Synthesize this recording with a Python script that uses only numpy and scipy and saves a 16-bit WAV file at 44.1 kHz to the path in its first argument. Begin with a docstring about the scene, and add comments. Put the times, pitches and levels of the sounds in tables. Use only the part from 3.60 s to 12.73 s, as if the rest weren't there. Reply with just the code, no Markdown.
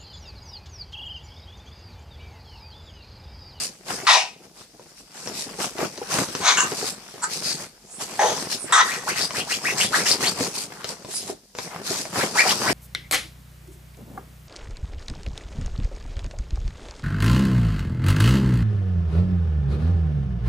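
"""Paws hiss over taut nylon: a small dog digs at a folding chair's seat, close to the microphone in a
tiled room. The panel rasps and the seat thuds like a slack drum under each push. Fast claws zip across
the weave, snag and tick, and between strokes the dog snorts and sneezes through its short muzzle.
The tiles add a brief echo to claws, taps and snorts; faint room tone lies behind."""
import sys
import numpy as np
from scipy import signal
from scipy.fft import rfft, irfft, next_fast_len
from scipy.io import wavfile
from scipy.ndimage import uniform_filter1d, map_coordinates

SR = 44100
rng = np.random.default_rng(int(sys.argv[2]) if len(sys.argv) > 2 else 0)


def inscribe(sig):
    """Save sig as 16-bit PCM at rate SR to the path in sys.argv[1].

    A 1-D sig is mono; a 2-D sig holds one channel per row.
    Samples are clipped to [-1, 1] before scaling.
    """
    pcm = np.round(np.clip(np.atleast_2d(sig).T, -1, 1) * 32767)
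    wavfile.write(sys.argv[1], SR, pcm.astype(np.int16))


N = 402633

# paw strokes: (start [s], length [s], hiss of the pads [dB], push into the seat [dB])
PAW_STROKES = [(0, 0.061, -27, -50.5), (0.279, 0.092, -31.5, -37), (0.382, 0.16, -42, -43.5),
               (0.837, 0.016, -48, -47), (0.966, 0.074, -47.5, -55), (1.214, 0.019, -56.5, -56.5),
               (1.283, 0.012, -57, -55), (1.382, 0.018, -44.5, -59.5), (1.55, 0.15, -45.5, -54.5),
               (1.751, 0.089, -33, -61), (2.008, 0.057, -27.5, -33.5), (2.187, 0.078, -37, -34.5),
               (2.513, 0.12, -25.5, -29), (3.16, 0.075, -35, -53), (3.254, 0.053, -28, -42),
               (3.707, 0.084, -30.5, -55), (3.836, 0.11, -29, -47.5), (3.984, 0.071, -37, -43),
               (4.415, 0.022, -26, -35), (4.49, 0.25, -43.5, -46), (4.612, 0.26, -37, -44),
               (4.914, 0.028, -22.5, -44), (5.086, 0.14, -68, -38.5), (5.248, .12, -32.5, -52),
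               (5.488, 0.022, -23.5, -31.5), (5.568, 0.082, -24.5, -38), (5.755, 0.053, -27, -35),
               (5.903, 0.056, -25.5, -52.5), (6.042, 0.098, -30.5, -41.5), (6.184, 0.075, -21.5, -36.5),
               (6.334, 0.089, -25, -31.5), (6.462, 0.085, -21.5, -34.5), (6.619, 0.083, -23, -32),
               (6.786, 0.098, -29.5, -35.5), (6.946, 0.096, -30, -51), (7.12, 0.22, -54, -48.5),
               (7.289, 0.024, -29, -44), (7.494, 0.15, -36, -55), (7.683, 0.02, -31, -40),
               (7.974, 0.11, -39.5, -45), (8.118, 0.085, -57, -43), (8.256, 0.17, -30, -44.5),
               (8.556, 0.11, -29, -29.5), (8.767, 0.058, -23, -32), (8.865, 0.064, -22.5, -30.5),
               (9.013, 0.12, -40, -35.5)]


def digging():
    """Pads hiss on the nylon, the panel rasps, and the loaded seat thuds in lumps just after."""
    # the seat shifts under the dog's weight: (time [s], rustle [dB], low creep [dB])
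    weight = [(0, -39.5, -43), (.2, -57, -56), (0.799, -64, -54.5), (1.5, -55.5, -59), (1.7, -41.5, -43),
              (2.299, -45, -47), (2.95, -33, -35.5), (3.1, -34, -34.5), (3.4, -47, -51.5), (3.9, -43, -42),
              (4.17, -58.5, -58.5), (4.5, -44, -48), (6.8, -40.5, -37.5), (7.2, -52, -53),
              (7.7, -48, -44.5), (7.82, -66, -61.5), (7.93, -67, -67), (8.1, -50.5, -50.5),
              (9.13, -29, -30.5)]
    # spectra of pads, panel and seat: (frequency [Hz], density [dB])
    pads = [(1470, -24), (2500, -10.5), (3150, -14), (4690, -4.5), (7700, -7.5), (11600, -18.5),
            (15000, -30)]
    panel = [(400, -15), (700, 1.5), (1200, 1), (2200, -3), (3200, -8), (4500, -23)]
    seat = [(18, -53), (30, -29), (162, -3), (322, -7.5), (397, -5), (700, -11.5), (910, -19), (1540, -120)]
    _, _, hiss_db, push_db = np.transpose(PAW_STROKES)
    times, rustle_db, creep_db = np.transpose(weight)
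    rustle, creep = (amp(np.interp(np.arange(N) / SR, times, db)) for db in (rustle_db, creep_db))
    hiss = paw_pressure(hiss_db, lag=0, rise=930, fall=605) + rustle
    rasp = paw_pressure(push_db + 2, lag=-0.0051, rise=1250, fall=620) + amp(-2) * rustle
    thud = paw_pressure(push_db - 0.5, lag=0.011, rise=650, fall=980) + creep
    smooth = patchy_noise(depth_db=2.1) * amp(2.2 * wobble(500))
    pops = crinkles()
    grainy = patchy_noise(depth_db=2.2) * amp(2 * wobble(150)) * pops
    lumpy = rng.standard_normal((2, N)) * amp(3.1 * wobble(60)) * pops
    return hiss * spread(smooth, pads) + rasp * spread(grainy, panel) + thud * spread(lumpy, seat)


def paw_pressure(levels_db, lag, rise, fall):
    """Each stroke presses, holds and lets go; lag in s, rise and fall in dB/s."""
    out, t = np.zeros(N), np.arange(N) / SR
    for (start, length, *_), db in zip(PAW_STROKES, levels_db):
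        span = slice(max(round((start - .2) * SR), 0), round((start + .5) * SR))
        age = t[span] - start - lag
        out[span] += amp(db) / (1 + amp(-rise * age) + amp(fall * (age - length)))
    return out


def crinkles():
    """Creases of the stiff cloth pop at random: brief jumps in gain, a few of them large."""
    pops = (rng.random(N) < 28 / SR) * amp(4 * rng.exponential(size=N).clip(0, 2))
    return 1 + signal.lfilter([1.1], [1, -.99], pops)


def claw_zips():
    """Each thread plucks the claw once, so pitch follows paw speed; two claws grip and skip."""
    # claw drags: (start [s], time to full speed [s], length [s], thread rate at full speed [Hz],
    # level [dB], unevenness of the threads [0-1])
    drags = [(5.242, 0.11, 0.14, 2553, -23, .08), (5.454, 0.08, 0.094, 2593, -18.5, .1),
             (5.538, 0.094, 0.13, 4596, -21, .09), (5.722, 0.078, 0.11, 2925, -24, 0.1),
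             (5.854, 0.14, 0.11, 3730, -21.5, .07), (6.022, 0.068, 0.1, 2625, -18, 0.04),
             (6.139, 0.12, 0.14, 3600, -18.5, .09), (6.302, 0.052, 0.085, 1702, -16.5, 0.09),
             (6.354, 0.057, 0.082, 2190, -23, .06), (6.443, 0.055, 0.11, 4790, -15.5, 0.11),
             (6.602, 0.11, 0.092, 4930, -15, .04), (8.576, 0.055, 0.062, 2160, -18.5, 0.05),
             (8.743, 0.07, 0.094, 2382, -10, 0.04), (8.841, 0.0149, 0.036, 757, -18, 0.06),
             (8.854, 0.1, 0.076, 5250, -13.5, .07), (9.049, 0.052, 0.074, 2470, -17, 0.07)]
    out = np.zeros(N + SR)
    for start, reach, length, top_hz, db, uneven in drags:
        n = round(length * SR)
        t = np.arange(n) / SR
        speed = np.sin(np.pi / 2 * np.minimum(t / reach, 1))
        grip = np.sin(np.pi * t / length) ** .6 * speed ** .7
        for pitch, claw_db, slack in ((1, -3, 1), (.8, -7, 3)):  # leading claw, then a duller one
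            hz = pitch * top_hz * speed * (1 + slack * uneven * wobble(900, n))
            phase = 2 * np.pi * np.cumsum(hz) / SR
            skips = unit(amp(4 * wobble(250, n) + 4.5 * wobble(70, n)))
            tone = np.sin(phase) + .15 * np.sin(2 * phase)
            out[round(start * SR):][:n] += amp(db + claw_db) * grip * skips * tone
    return out[:N]


def snorts():
    """Air bursts through the nose; as the muzzle moves, its resonances swell or fade and one slides."""
    # puffs of each snort, sneeze or sniff: (start [s], rise [s], hold [s], level [dB], fall [dB/s])
    breaths = [
        [(0.467, 0.002, 0.089, -13, 193)],
        [(2.792, 0.09, 0.0093, -11.5, 180)],
        [(2.969, 0.0042, 0.0074, -13.5, 510), (2.994, 0.011, 0.002, -13, 906),
         (3.018, 0.012, 0.0029, -18.5, 446)],
        [(3.611, 0.029, 0.0028, -18.5, 1198)],
        [(4.589, 0.0048, 0.073, -17, 177)],
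        [(5.121, 0.0037, 0.09, -12, 1302.5), (5.22, 0.0035, 0.012, -28.5, 81)],
        [(3.826, 0.028, 0.056, -27, 500)],
        [(4.966, 0.063, 0.025, -30.5, 210.5)],
        [(7.501, 0.065, .01, -27, 276)],
        [(4.232, 0.091, 0.079, -42, 297)],
    ]
    # muzzle resonances of each: (frequency [Hz], width [Hz], level [dB], change as it moves [dB])
    muzzles = [
        [(940, 360, 4.5, -2.5), (1850, 500, -3, -11), (2570, 760, -7.5, 7), (3790, 760, -2.5, -5.5),
         (5200, 2960, -11, 2)],
        [(1040, 900, 7.5, -10), (2216, 220, -5.5, 7), (3710, 1200, -8.5, 3), (6330, 1100, -6.5, 0.5)],
        [(1118, 165, -5, 8.5), (1545, 230, 1, -21), (2800, 230, -5.5, -11), (6880, 1250, -11, -4)],
        [(888, 10.6, 12.5, 0.5), (1370, 330, -4, -11), (4430, 850, -17.5, -6), (7540, 1500, -10.5, -8)],
        [(849, 123, 9.5, -5.5), (500, 340, -4, 6.5), (1750, 370, 0.5, -21), (3410, 680, -22.5, 8.5),
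         (6240, 660, -17.5, 9.5)],
        [(1200, 520, 3.5, -0.5), (1880, 170, -3, 10), (3580, 640, -5.5, -3), (6130, 1200, -10.5, 2.5),
         (7870, 1600, -6.5, -21)],
        [(4740, 420, 0, -1)],
        [(9000, 1000, 0, -20)],
        [(4940, 540, -16, 4), (7950, 3200, -4, -22), (10130, 1200, 0.5, -16)],
        [(7300, 1600, 0, -4), (9900, 900, -1, -2)],
    ]
    # slide of each muzzle's first resonance: (end over start frequency [ratio])
    slides = [0.7, 1.15, 1.1, 0.84, 1.02, 0.93, 0.9, 0.74, 1.01, 1.3]
    out, n, move_s = np.zeros(N), SR // 2, 0.12
    for puffs, muzzle, slide in zip(breaths, muzzles, slides):
        t = puffs[0][0] + np.arange(n) / SR
        gusts = amp(1.04 * wobble(308.5, n))
        moved = np.clip((t - t[0]) / move_s, 0, 1)
        blow = lambda hz, width: filtered(gusts * rng.standard_normal(n), nose_resonance(hz, width))
        swell = lambda db, change: amp(db + change * moved + 2 * wobble(30, n))
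        (hz, width, db, change), *others = muzzle
        # the slide is a crossfade through three bands
        fade = lambda k: np.sqrt(np.clip(1 - np.abs(2 * moved - 1 - k), 0, 1))
        breath = swell(db, change) * sum(fade(k) * blow(hz * slide ** (k / 2), width) for k in (-1, 0, 1))
        breath += sum(swell(db, change) * blow(hz, width) for hz, width, db, change in others)
        effort = np.zeros(n)
        for start, rise, hold, db, fall in puffs:
            attack = np.clip((t - start) / rise, 0, 1) ** 2
            effort += attack * amp(db - fall * np.clip(t - start - rise - hold, 0, 1))
        out[round(t[0] * SR):][:n] += effort * breath / breath[:SR // 6].std()
    return out


def nose_resonance(hz, width):
    """One steep resonance, with no bass: a small nose does not radiate it."""
    def response(f):
        peak = 1j * f * width / (hz * hz - f * f + 1j * f * width)
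        low_cut = (1j * f / (450 + 1j * f)) ** 2
        return peak * np.abs(peak) ** 0.7 * low_cut / (1 + (f / 10500) ** 8)
    return response


def snags_and_taps():
    """A snagged claw cracks and knocks the seat; a paw tap is a deeper knock alone."""
    # claw snags and frame ticks: (time [s], level [dB])
    snags = [(1.196, -42), (1.674, -20.5), (2.184, -22), (2.377, -24), (2.687, -20.5), (2.751, -12),
             (3.119, -21), (3.54, -36), (3.823, -21.5), (4.778, -21), (5.707, -17), (7.244, -16.5),
             (7.448, -26.5), (7.951, -29), (7.987, -16.5), (8.454, -23), (2.254, -21), (5.1, -30)]
    # spectrum of the crack: (frequency [Hz], density [dB])
    claw = [(300, 11.5), (900, 11), (3000, 5.5), (6000, 6.5), (10000, -21), (15000, -56)]
    # paw taps that pop the taut seat: (time [s], level [dB])
    taps = [(0.433, -22.5), (1.987, -21), (2.007, -22), (2.154, -24), (2.213, -13.5), (2.23, -10.5),
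            (2.19, -15), (2.416, -17), (3.121, -16), (3.227, -16), (5.043, -21), (5.377, -24),
            (6.123, -20.5), (6.555, -29), (6.807, -11.5), (7.301, -25.5), (7.487, -27), (7.697, -16),
            (7.725, -25), (8.308, -14.5), (7.628, -30)]
    out, t = np.zeros(N + SR), np.arange(SR // 20) / SR
    for start, db in snags:
        noise = unit(filtered(rng.standard_normal(len(t)), lambda hz: amp(along(claw, hz))))
        crack = amp(db - 1) * noise * amp(-60 * t / .013)
        knock = amp(-21.5 + 0.26 * db) * seat_knock(t)  # grows less than the crack
        out[round(start * SR):][:len(t)] += crack + knock
    for start, db in taps:
        attack = 1 - np.exp(-t / 0.00059)
        out[round(start * SR):][:len(t)] += amp(db) * attack * seat_knock(0.86 * t)
    return out[:N]


def seat_knock(t):
    """Two short drum modes of the seat, pitched by where it happens to be struck."""
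    hz = 480 * amp(rng.normal(0, 1.3))
    phase = 2 * np.pi * hz * t
    return amp(-60 * t / .025) * (np.sin(phase) + .6 * np.sin(1.7 * phase))


def tile_echo(x):
    """The tiled room answers in stereo, each frequency dying at its own speed."""
    # decay off the tiles: (frequency [Hz], time to fall 60 dB [s])
    tiles = [(200, 0.081), (2000, 0.14), (10000, 0.11)]
    hz, t, bands = signal.stft(rng.standard_normal((2, SR // 2)), SR, nperseg=256)
    tail = signal.istft(bands * amp(-60 * t / along(tiles, hz)[:, None]), SR, nperseg=256)[1]
    delayed = np.pad(x, (150, 0))[None]
    return signal.fftconvolve(delayed, tail / np.linalg.norm(tail[0]), axes=1)[:, :N]


def room_tone():
    """The quiet room: a steady low rumble and a thin hiss."""
    # spectrum of the room: (frequency [Hz], density [dB])
    air = [(24, -27), (40, 5), (125, -27), (200, -4), (568, -54), (5040, -16.5), (15000, -31)]
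    return amp(-56.5) * spread(rng.standard_normal((2, N)), air)


def spread(pair, spectrum):
    """Two noises coloured and blended to stereo at rms 1: bass central, treble wide."""
    # likeness of left and right: (frequency [Hz], correlation [0-1])
    alike = [(60, 0.86), (240, 0.97), (950, 0.69), (3770, 0.042), (15000, 0.031)]
    angle = lambda hz: np.arccos(np.clip(along(alike, hz), -1, 1)) / 2
    blend = lambda hz: amp(along(spectrum, hz)) * [np.cos(angle(hz)), np.sin(angle(hz))]
    mid, side = filtered(pair, blend)
    return unit(np.array([mid + side, mid - side]))


def patchy_noise(depth_db):
    """Stereo white noise whose gain varies in patches of time and frequency."""
    bands = signal.stft(rng.standard_normal((2, N)), nperseg=256)[2]
    patches = uniform_filter1d(rng.standard_normal(bands.shape[1:]), size=4, axis=0)
    patches = uniform_filter1d(patches, size=24, axis=1)
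    return signal.istft(bands * amp(depth_db * unit(patches)), nperseg=256)[1][:, :N]


def amp(db):
    """Gain of a level in dB."""
    return 10 ** (np.asarray(db) / 20)


def unit(x):
    """Scaled to rms 1."""
    return x / np.sqrt(np.mean(x ** 2) + 1e-20)


def along(points, hz):
    """Interpolates (Hz, value) points on a log axis."""
    f, v = np.transpose(points)
    return np.interp(np.log(hz + 1), np.log(f + 1), v)


def wobble(rate, size=N):
    """A smooth random curve, rate knots a second."""
    return map_coordinates(rng.standard_normal(int(size * rate / SR) + 4), [np.arange(size) * rate / SR])


def filtered(x, response):
    """x through a frequency response."""
    m = next_fast_len(x.shape[-1] + 8192)
    return irfft(rfft(x, m) * response(np.fft.rfftfreq(m, 1 / SR)), m)[..., :x.shape[-1]]


def scene():
    """Claws and snorts up close with their echo, over the digging and the room tone."""
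    near = claw_zips() + snorts() + snags_and_taps()
    background = room_tone()
    return amp(-1.5) * near + amp(-4.5) * tile_echo(near) + digging() + background


def record(dry):
    """Two microphone ports of unlike colour, the left a little farther off; loud bursts duck the bass."""
    # colour of the ports: (frequency [Hz], left minus right [dB])
    ports = [(100, 0.5), (400, 2), (2500, 2), (5500, 7), (7000, 0.5), (9000, -10.5), (15000, -8)]
    side = np.array([[.5], [-.5]])
    lag_s, duck_db, top_hz = 7e-5, -16.5, 14600
    delay = lambda hz: np.exp(-2j * np.pi * hz * lag_s * side / (1 + (hz / 6000) ** 2))
    low_cut = lambda hz: (1j * hz / (45 + 1j * hz)) ** 2
    x = filtered(dry, lambda hz: amp(side * along(ports, hz)) * delay(hz) * low_cut(hz))
    x = x / (1 + np.abs(x / .9) ** 4) ** (1 / 4)  # peaks round off
    bass = filtered(x, lambda hz: 1 / (1 + (hz / 380) ** 6))
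    upper = x - bass
    power = np.abs(uniform_filter1d(np.mean(upper ** 2, axis=0), size=2000))
    ducked = bass / (1 + (power / amp(duck_db) ** 2) ** 2)
    return filtered(upper + ducked, lambda hz: hz < top_hz)


dry = scene()
out = record(dry)
inscribe(out)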